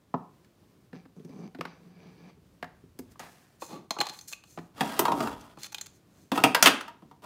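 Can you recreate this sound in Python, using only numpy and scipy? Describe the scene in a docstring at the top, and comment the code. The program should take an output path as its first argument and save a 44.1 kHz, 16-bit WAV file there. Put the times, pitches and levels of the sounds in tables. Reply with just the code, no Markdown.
"""Small, quiet kitchen: small things are set down on a wooden counter and a stand is slid over it.
Two plastic tools are picked up and clack together; a steel drawer is pulled open and they drop into it.
Blows are short noisy pushes, slides are streams of tiny slips; both drive the resonances of the things.
The room answers with a decaying noise tail, over filtered-noise room tone and a low rumble."""
import sys
import numpy as np
from scipy import signal
from scipy.fft import rfft, irfft
from scipy.io import wavfile

SR = 44100
rng = np.random.default_rng(int(sys.argv[2]) if len(sys.argv) > 2 else 0)


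def digitize_waveform(pressure):
    """Quantize a signal to 16-bit integers and store it at the path in sys.argv[1].

    Rows of a 2-D input are taken as channels; values are limited to [-1, 1].
    """
    field = np.atleast_2d(pressure).T
    bounded = np.clip(field, -1, 1)
    quanta = np.round(bounded * 32767).astype(np.int16)
    wavfile.write(sys.argv[1], SR, quanta)


N = 319725


def from_db(db):
    """Decibels to amplitude gain."""
    return 10 ** (np.asarray(db) / 20)


def rms_one(x):
    """Scales to unit rms."""
    return x / np.sqrt(np.mean(x ** 2) + 1e-30)


def at_hz(points, hz):
    """Interpolates (frequency [Hz], value) points on a log-frequency axis."""
    points = np.array(sorted(points))
    return np.interp(np.log(hz), np.log(points[:, 0]), points[:, 1])


def band(x, low_hz, high_hz):
    """Second-order Butterworth band-pass."""
    sos = signal.butter(2, [low_hz, high_hz], "band", fs=SR, output="sos")
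    return signal.sosfilt(sos, x)


def drift(rate_hz):
    """Slow random wander of unit rms: noise through a two-pole low-pass, its start-up dropped."""
    r = np.exp(-2 * np.pi * rate_hz / SR)
    wander = signal.lfilter([1], [1, -2 * r, r * r], rng.standard_normal(N + SR))
    return rms_one(wander[SR:])


# room tone spectrum: (frequency [Hz], relative density [dB])
HUM_SPECTRUM = [(15, -33.5), (25, -8.5), (114, 3.5), (190, 4), (236, -0.5), (317, 0), (503, -8), (911, -16),
                (988, -14), (1700, -20), (4740, -24), (14800, -32.5), (16000, -32.5)]


def hum():
    """Room tone: noise shaped in the spectrum, wavering a little in level."""
    level_db, waver_db, waver_hz = -62.5, 1.2, 4
    hz = np.maximum(np.arange(N // 2 + 1) * SR / N, 1)
    spectrum = rfft(rng.standard_normal(N)) * from_db(at_hz(HUM_SPECTRUM, hz))
    tone = rms_one(irfft(spectrum, N))
    return from_db(level_db) * from_db(waver_db * drift(waver_hz)) * tone


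# low rumble through the counter: (time [s], level [dB])
RUMBLE_LEVEL = [(0, -82.5), (1.9, -76), (2.4, -66.5), (3.1, -60), (3.502, -96), (4.249, -75), (5.35, -52.5),
                (5.65, -75)]


def rumble():
    """Low rumble through the counter: bass noise under a slow level curve."""
    time_s, level_db = np.transpose(RUMBLE_LEVEL)
    noise = rms_one(band(band(rng.standard_normal(N), 40, 130), 30, 130))
    return from_db(np.interp(np.arange(N) / SR, time_s, level_db)) * noise


def echoes(decays):
    """Noise tail of unit energy, dying band by band after (frequency [Hz], t60 [s]) points."""
    onset_s = 0.0016   # the first answers come late
    t = np.arange(SR // 2) / SR
    edges_hz = np.geomspace(60, 18000, num=13)
    tail = np.zeros(len(t))
    for low, high in zip(edges_hz, edges_hz[1:]):
        t60_s = at_hz(decays, np.sqrt(low * high))
        tail += band(rng.standard_normal(len(t)), low, high) * from_db(-60 * t / t60_s)
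    tail *= 1 - np.exp(-t / onset_s)
    return tail / np.sqrt(np.sum(tail ** 2))


def wash(x, decays):
    """Dense answer of a body or room; two unlike tails are blended as the point of contact wanders."""
    turn = np.pi * drift(8)
    sides = (np.sin(turn), np.cos(turn))
    return sum(signal.fftconvolve(x * side, echoes(decays))[:N] for side in sides)


# room decay: (frequency [Hz], t60 [s])
ROOM_DECAY = [(150, .45), (1500, .42), (4000, .35), (8000, .3), (14000, .21)]


def kitchen(x):
    """Walls and tiles answer with a tail that dies faster in the treble."""
    level_db = -13.5
    return from_db(level_db) * wash(x, ROOM_DECAY)


# share of the contact time for clack, thud, knock, tick: (share [1])
PART_TIME_SHARE = [0.75, 1, 0.84, 0.75]


def blow_forces(blows, touch):
    """A blow is a one-way push with chatter, dying with the contact; one force row per part."""
    tick_follows = 0.15   # dB of tick per dB of clack over knock
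    weight_slows = 0.11   # dB of contact time per dB of thud over clack
    push, click, rise_s = 0.21, 4.0, 0.00058
    contact_q, contact_ring = 6.26, 1.79   # sharpness and share of the contact's own pitch
    length = 4096
    forces, t = np.zeros((4, N + length)), np.arange(length) / SR
    tick_db, per_octave_db, contact_s = touch
    for time_s, clack, thud, knock, pitch_hz in blows:
        tick = clack + tick_db + tick_follows * (clack - knock)
        tick += per_octave_db * np.log2(pitch_hz / 2000)
        weight = from_db(weight_slows * (thud - clack + 18))
        decay_s = contact_s * weight * np.array(PART_TIME_SHARE)[:, None]
        chatter = rng.standard_normal(length)   # common to the four parts
        burst = (push + chatter) * np.exp(-t / decay_s) * (1 - np.exp(-t / rise_s))
        burst[:, 1] += click   # hard first touch
        b, a = signal.iirpeak(pitch_hz, contact_q, fs=SR)
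        burst += contact_ring * signal.lfilter(b, a, burst)
        at = round(time_s * SR)
        forces[:, at:at + length] += from_db([clack, thud, knock, tick])[:, None] * burst
    return forces[:, :N]


def rub_forces(strokes, colour, slips_per_s, uneven_db, lumps_hz=30):
    """Sliding is a dense stream of tiny uneven slips, silent between strokes."""
    happens = rng.random(N) < slips_per_s / SR
    slips = happens * rng.standard_normal(N) * from_db(uneven_db * drift(lumps_hz))
    parts = [(0, 0.013)] + colour   # clack is the reference
    level = np.zeros((4, N))
    for rows in strokes:
        time_s, level_db, bright_db = np.transpose(rows)
        at = np.arange(round(time_s[0] * SR), min(round(time_s[-1] * SR), N))
        for part, (share_db, gain) in enumerate(parts):
            part_db = level_db + share_db + gain * bright_db
            level[part, at] += from_db(np.interp(at / SR, time_s, part_db))
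    return level * rms_one(slips)


def swells(scuffs):
    """Start, peak and end points of each scuff; an early end cuts it short, or silences it."""
    rise_db, fall_db = 13, 20.5
    return [[(start, db - rise_db, bright), (peak, db, bright), (end, db - fall_db, bright)]
            for start, peak, end, db, bright in scuffs]


# bands of clack, thud, knock, tick: (low edge [Hz], high edge [Hz])
PART_BANDS = [(1300, 5300), (140, 450), (450, 1300), (4700, 17000)]
# softness of the contact, same four parts: (frequency above which the part falls off [Hz])
PART_KNEES = [1740, 587, 900, 7200]


def body(modes, forces):
    """The contact is heard as a broad crack or scratch, louder where the body resonates."""
    wander_db, wander_hz = 2, 12   # the touched spot changes, so mode strengths do
    contact = np.zeros(N)
    for (low, high), knee_hz, force in zip(PART_BANDS, PART_KNEES, forces):
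        # noise bandwidth left by band and knee
        kept_hz = knee_hz * (np.arctan(high / knee_hz) - np.arctan(low / knee_hz))
        band_sos = signal.butter(5, [low, high], "band", fs=SR, output="sos")
        knee_sos = signal.butter(1, knee_hz, fs=SR, output="sos")
        scaled = np.sqrt(SR / 2 / kept_hz) * force + 1e-18
        contact += signal.sosfilt(np.vstack([band_sos, knee_sos]), scaled)
    out = contact.copy()
    for hz, width_hz, db in modes:
        r = np.exp(-np.pi * width_hz / SR)
        gain = from_db(db) * (1 - r * r) / 2
        poles = [1, -2 * r * np.cos(2 * np.pi * hz / SR), r * r]
        drive = contact * from_db(wander_db * drift(wander_hz))
        out += signal.lfilter([gain, 0, -gain], poles, drive)
    return out


# blows on the counter: (time [s], relative clack [dB], thud [dB], knock [dB], contact pitch [Hz])
COUNTER_HITS = [(0.1403, -44.5, -20.5, -22.5, 813), (0.4463, -61.5, -76, -89, 4140),
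                (0.9298, -53, -35, -54, 1570), (1.054, -57.5, -43.5, -55, 1280),
                (1.1952, -65, -40.5, -71, 3500), (1.2477, -58.5, -33.5, -62, 6100),
                (1.2935, -63, -35.5, -58, 5000), (1.5479, -46, -40, -46, 1340),
                (1.5872, -49, -25, -56, 740), (1.6099, -26.5, -59, -26.5, 1300),
                (1.6525, -36, -34.5, -37.5, 1350), (2.6268, -34, -34, -31.5, 1570),
                (2.6434, -41, -67, -39, 1720), (2.835, -75, -42, -76, 1050),
                (2.9897, -46, -27.5, -44.5, 13200), (3.1564, -62, -61, -56, 1110),
                (3.1944, -42, -50, -43, 6640), (4.575, -45, -34, -33.5, 1000),
                (4.5871, -41.5, -34, -57, 1030)]
# touch: (tick against clack [dB], tick per octave of pitch [dB], base contact time [s])
COUNTER_CONTACT = (-9, 5.7, 0.0047)
# hand scuffs: (start [s], peak [s], end [s], relative level [dB], brightness [dB])
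COUNTER_SCUFFS = [(3.1, 3.12, 3.15, -66.5, 9), (3.193, 3.2, 3.297, -45.5, -3), (3.24, 3.3, 3.76, -63.5, 4)]
# rub colour of thud, knock, tick: (level against clack [dB], gain per brightness [dB/dB])
HAND_COLOUR = [(-7, -0.73), (-1, -0.64), (0, .9)]
# wood resonances: (frequency [Hz], width [Hz], strength [dB])
COUNTER_MODES = [(169.3, 8.1, 9.5), (257.4, 14, 10), (503, 80, -10.5), (724, 53, 4), (780, 300, -3.5),
                 (1290, 90, -0.5), (1730, 71, 2), (1460, 960, -0.5)]


def counter():
    """Wooden counter: small things knock on it, a hand scuffs it."""
    hits = blow_forces(COUNTER_HITS, COUNTER_CONTACT)
    scuffs = rub_forces(swells(COUNTER_SCUFFS), HAND_COLOUR, slips_per_s=6400, uneven_db=0.0)
    return body(COUNTER_MODES, hits + scuffs)


# stick-slip of the stand's feet: (time [s], slip rate [1/s], depth [0-1])
STICK_SLIP = [(1.3, 165, 0.7), (1.33, 194, 0.6), (1.433, 175, 0.4), (1.442, 84, 0), (1.482, 87, 0.96),
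              (1.49, 140, 0.2)]


def judder():
    """Gate that opens briefly at every slip of a slightly uneven stick-slip cycle."""
    time_s, slips_per_s, depth = np.transpose(STICK_SLIP)
    t = np.arange(N) / SR
    rate = np.interp(t, time_s, slips_per_s) * from_db(0.28 * drift(28))
    cycle = np.cumsum(rate) / SR % 1
    depth = np.clip(np.interp(t, time_s, depth), 0, 1)
    return 1 - depth + depth * 3.5 * np.exp(-cycle / 0.15)


# nudges: (start [s], peak [s], end [s], relative level [dB], brightness [dB])
NUDGES = [(0.94, 0.95, 1.05, -55, 4.6)]
# long slides, one list each: (time [s], relative level [dB], brightness [dB])
SLIDES = [
    [(1.16, -78, -18.5), (1.23, -84, -9.5), (1.31, -65.5, -2.5), (1.4, -63.5, -7.5), (1.46, -59, -0.5),
     (1.48, -63, -3.5), (1.52, -96, 5)],
    [(1.67, -51, 14), (1.8, -70.5, 2.5), (1.95, -67, 5), (2.05, -60, 4.5), (2.15, -65.5, 6.5),
     (2.3, -59.5, 2.5), (2.34, -72, 18), (2.38, -86, -18)],
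]
# rub colour of thud, knock, tick: (level against clack [dB], gain per brightness [dB/dB])
STAND_COLOUR = [(13.5, -1.1), (7.5, -0.71), (-15, -1.2)]
# stand resonances: (frequency [Hz], width [Hz], strength [dB])
STAND_MODES = [(173.5, 21, 16.5), (442, 35, 1.2), (763, 14, 1.6), (1700, 66, 3.9), (2335, 130, 9),
               (4770, 320, 3.8), (6060, 300, 15.3)]


def stand():
    """Stand slid over the counter: sticking, slipping feet drive its resonances."""
    strokes = swells(NUDGES) + SLIDES
    rub = rub_forces(strokes, STAND_COLOUR, slips_per_s=9000, uneven_db=0.3)
    return body(STAND_MODES, judder() * rub)


# tool clacks: (time [s], relative clack [dB], thud [dB], knock [dB], contact pitch [Hz])
TOOL_HITS = [(3.6209, -38.5, -31, -29.5, 1300), (3.907, -25, -33, -21, 4540), (3.9657, -53, -42, -29, 1350),
             (3.9866, -33.5, -25, -30.5, 2700), (4.0034, -26, -41, -24.5, 4087),
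             (4.0118, -16.5, -29, -17, 1140), (4.056, -41, -60, -55, 4070), (4.068, -31, -56, -31, 4200),
             (4.0876, -36, -63, -35, 4100), (4.0954, -35, -39, -54, 4200), (4.1896, -42.5, -68, -84, 4130),
             (4.211, -47.5, -79, -94, 6260), (4.317, -45, -70, -45.5, 7200),
             (4.3261, -34.5, -85, -41.5, 7100), (4.332, -31.5, -72, -50, 2590),
             (4.4377, -48.5, -68, -53.5, 2770), (5.5726, -50, -36, -42.5, 1050),
             (5.633, -37, -61, -99, 4400), (5.6435, -36.5, -68, -47, 3560), (5.7454, -27.5, -56, -43, 3300),
             (5.783, -35.5, -70, -45, 3500), (5.8119, -32, -60, -44, 7260)]
# touch: (tick against clack [dB], tick per octave of pitch [dB], base contact time [s])
TOOL_CONTACT = (-6, 2.5, .005)
# scuffs: (start [s], peak [s], end [s], relative level [dB], brightness [dB])
TOOL_RUBS = [(3.598, 3.625, 3.77, -54, 12.5), (3.68, 3.73, 3.86, -51, -6.5), (3.925, 4.04, 3.92, -29.5, -4),
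             (4.11, 4.14, 4.18, -50, 3), (4.15, 4.17, 4.4, -67, 17), (4.276, 4.281, 4.35, -56, 23),
             (4.34, 4.38, 4.31, -66, -7.5), (4.45, 4.51, 4.68, -66.5, 15.5), (5.585, 5.68, 5.67, -44, 4),
             (5.72, 5.75, 5.73, -33, 1.5), (5.86, 5.885, 5.87, -35.5, 3.5), (5.92, 5.96, 6.0, -72, 14),
             (6.1, 6.22, 6.37, -75, 15)]
# rub colour of thud, knock, tick: (level against clack [dB], gain per brightness [dB/dB])
TOOL_COLOUR = [(-10, -3.65), (-5.5, -2.1), (-3, 0.89)]
# plastic resonances: (frequency [Hz], width [Hz], strength [dB])
TOOL_MODES = [(340, 30, 2.8), (830, 52, 4.8), (1150, 18, 7.1), (2506, 70, 1.3), (3570, 130, 2.6),
              (4195, 114, 10.3), (6230, 73, 9.9), (6580, 350, 3.3), (7230, 160, 4.2)]


def tools():
    """Two plastic tools: clacks and scuffs drive their resonances."""
    hits = blow_forces(TOOL_HITS, TOOL_CONTACT)
    scuffs = rub_forces(swells(TOOL_RUBS), TOOL_COLOUR, slips_per_s=6500, uneven_db=1.0, lumps_hz=390)
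    return body(TOOL_MODES, hits + scuffs)


# panel decay: (frequency [Hz], t60 [s])
PANEL_DECAY = [(200, 0.25), (1000, 0.13), (4000, 0.085), (12000, 0.062)]


def sheet_steel(x):
    """The drawer's panels add countless close modes, heard as a short wash."""
    panel_db = -8
    return x + from_db(panel_db) * wash(x, PANEL_DECAY)


# drawer blows: (time [s], relative clack [dB], thud [dB], knock [dB], contact pitch [Hz])
DRAWER_HITS = [(4.8079, -20.5, -24.5, -22.5, 806), (4.9921, -21, -19, -17.5, 14000),
               (5.0534, -23, -43, -20.5, 1170), (5.0813, -32, -29, -22.5, 930),
               (5.1191, -28.5, -46, -22, 1156), (5.2046, -30.5, -27, -30.5, 1220),
               (5.225, -40, -55, -50, 1900), (5.259, -48, -57, -36, 780), (5.2724, -37, -48, -34.5, 1200),
               (5.3285, -46, -42, -45, 880), (5.41, -54.5, -74, -83, 6000), (6.3175, -27, -18, -27.5, 955),
               (6.376, -26, -24.5, -23, 1336), (6.438, -11.5, -18.5, -9.5, 2450),
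               (6.5475, -12.5, -38.5, -13, 1913), (6.6258, -8, -22.5, -15.5, 6200),
               (6.6593, -8.5, -35, -10.5, 3000), (6.8094, -33, -59, -40, 1254),
               (6.8803, -42, -49.5, -38.5, 950.2), (7.0215, -63, -45, -57.5, 747),
               (7.1122, -57, -56, -50, 1030)]
# touch: (tick against clack [dB], tick per octave of pitch [dB], base contact time [s])
DRAWER_CONTACT = (-3, 2.5, .0055)
# rattles: (start [s], peak [s], end [s], relative level [dB], brightness [dB])
RATTLES = [(6.33, 6.36, 6.53, -41, 3), (6.632, 6.675, 6.7, -17.5, 14.5), (7.22, 7.245, 7.3, -54, 0)]
# slide on the runners: (time [s], relative level [dB], brightness [dB])
RUNNER_SLIDE = [(4.74, -76, 2), (4.77, -58, 5.5), (4.8, -50.5, 2), (4.85, -45, 1), (4.97, -44, 9),
                (5.03, -53, -7), (5.12, -64, -23), (5.19, -48.5, -6.5), (5.25, -48.5, -11), (5.3, -51, 1.5),
                (5.36, -59.5, 1), (5.54, -66.5, 6)]
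# rub colour of thud, knock, tick: (level against clack [dB], gain per brightness [dB/dB])
DRAWER_COLOUR = [(1.5, -1.07), (5.5, -0.65), (-1, -0.29)]
# steel resonances: (frequency [Hz], width [Hz], strength [dB])
DRAWER_MODES = [(227.5, 6.7, 1.6), (280, 41, 6.6), (427.7, 11, 1.3), (663, 27, 1.7), (765, 13, 3.3),
                (967, 130, 2.5), (1324, 190, 6), (1600, 6.7, 6.6), (1844, 23, 1.5), (2722, 170, 0.61),
                (3300, 220, 1.5)]


def drawer():
    """Steel drawer: blows, rattles and the runner slide ring its modes and panels."""
    hits = blow_forces(DRAWER_HITS, DRAWER_CONTACT)
    strokes = swells(RATTLES) + [RUNNER_SLIDE]
    rub = rub_forces(strokes, DRAWER_COLOUR, slips_per_s=4000, uneven_db=2.1, lumps_hz=19)
    return sheet_steel(body(DRAWER_MODES, hits + rub))


def scene():
    """Counter, sliding stand, tools and drawer, with the room's answer, hum and rumble."""
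    things = from_db(-5.0) * counter()
    things += from_db(-7.5) * stand()
    things += from_db(-6) * tools()
    things += from_db(-3.5) * drawer()
    mix = things + kitchen(things) + hum() + rumble()
    return mix[None]


def record(dry):
    """Small microphone: deep bass lost, top treble lifted, peaks rounded, the top cut."""
    bass_cut_hz, top_cut_hz = 56.5, 16800
    lift_hz, lift_width_hz, lift_share = 15900, 3400, 0.59
    ceiling = 0.98
    thin = signal.sosfilt(signal.butter(2, bass_cut_hz, "high", fs=SR, output="sos"), dry)
    b, a = signal.iirpeak(lift_hz, lift_hz / lift_width_hz, fs=SR)
    lifted = thin + lift_share * signal.lfilter(b, a, thin)
    rounded = ceiling * np.tanh(lifted / ceiling)
    return signal.sosfilt(signal.cheby2(14, 80, top_cut_hz, fs=SR, output="sos"), rounded)


dry = scene()
out = record(dry)
digitize_waveform(out)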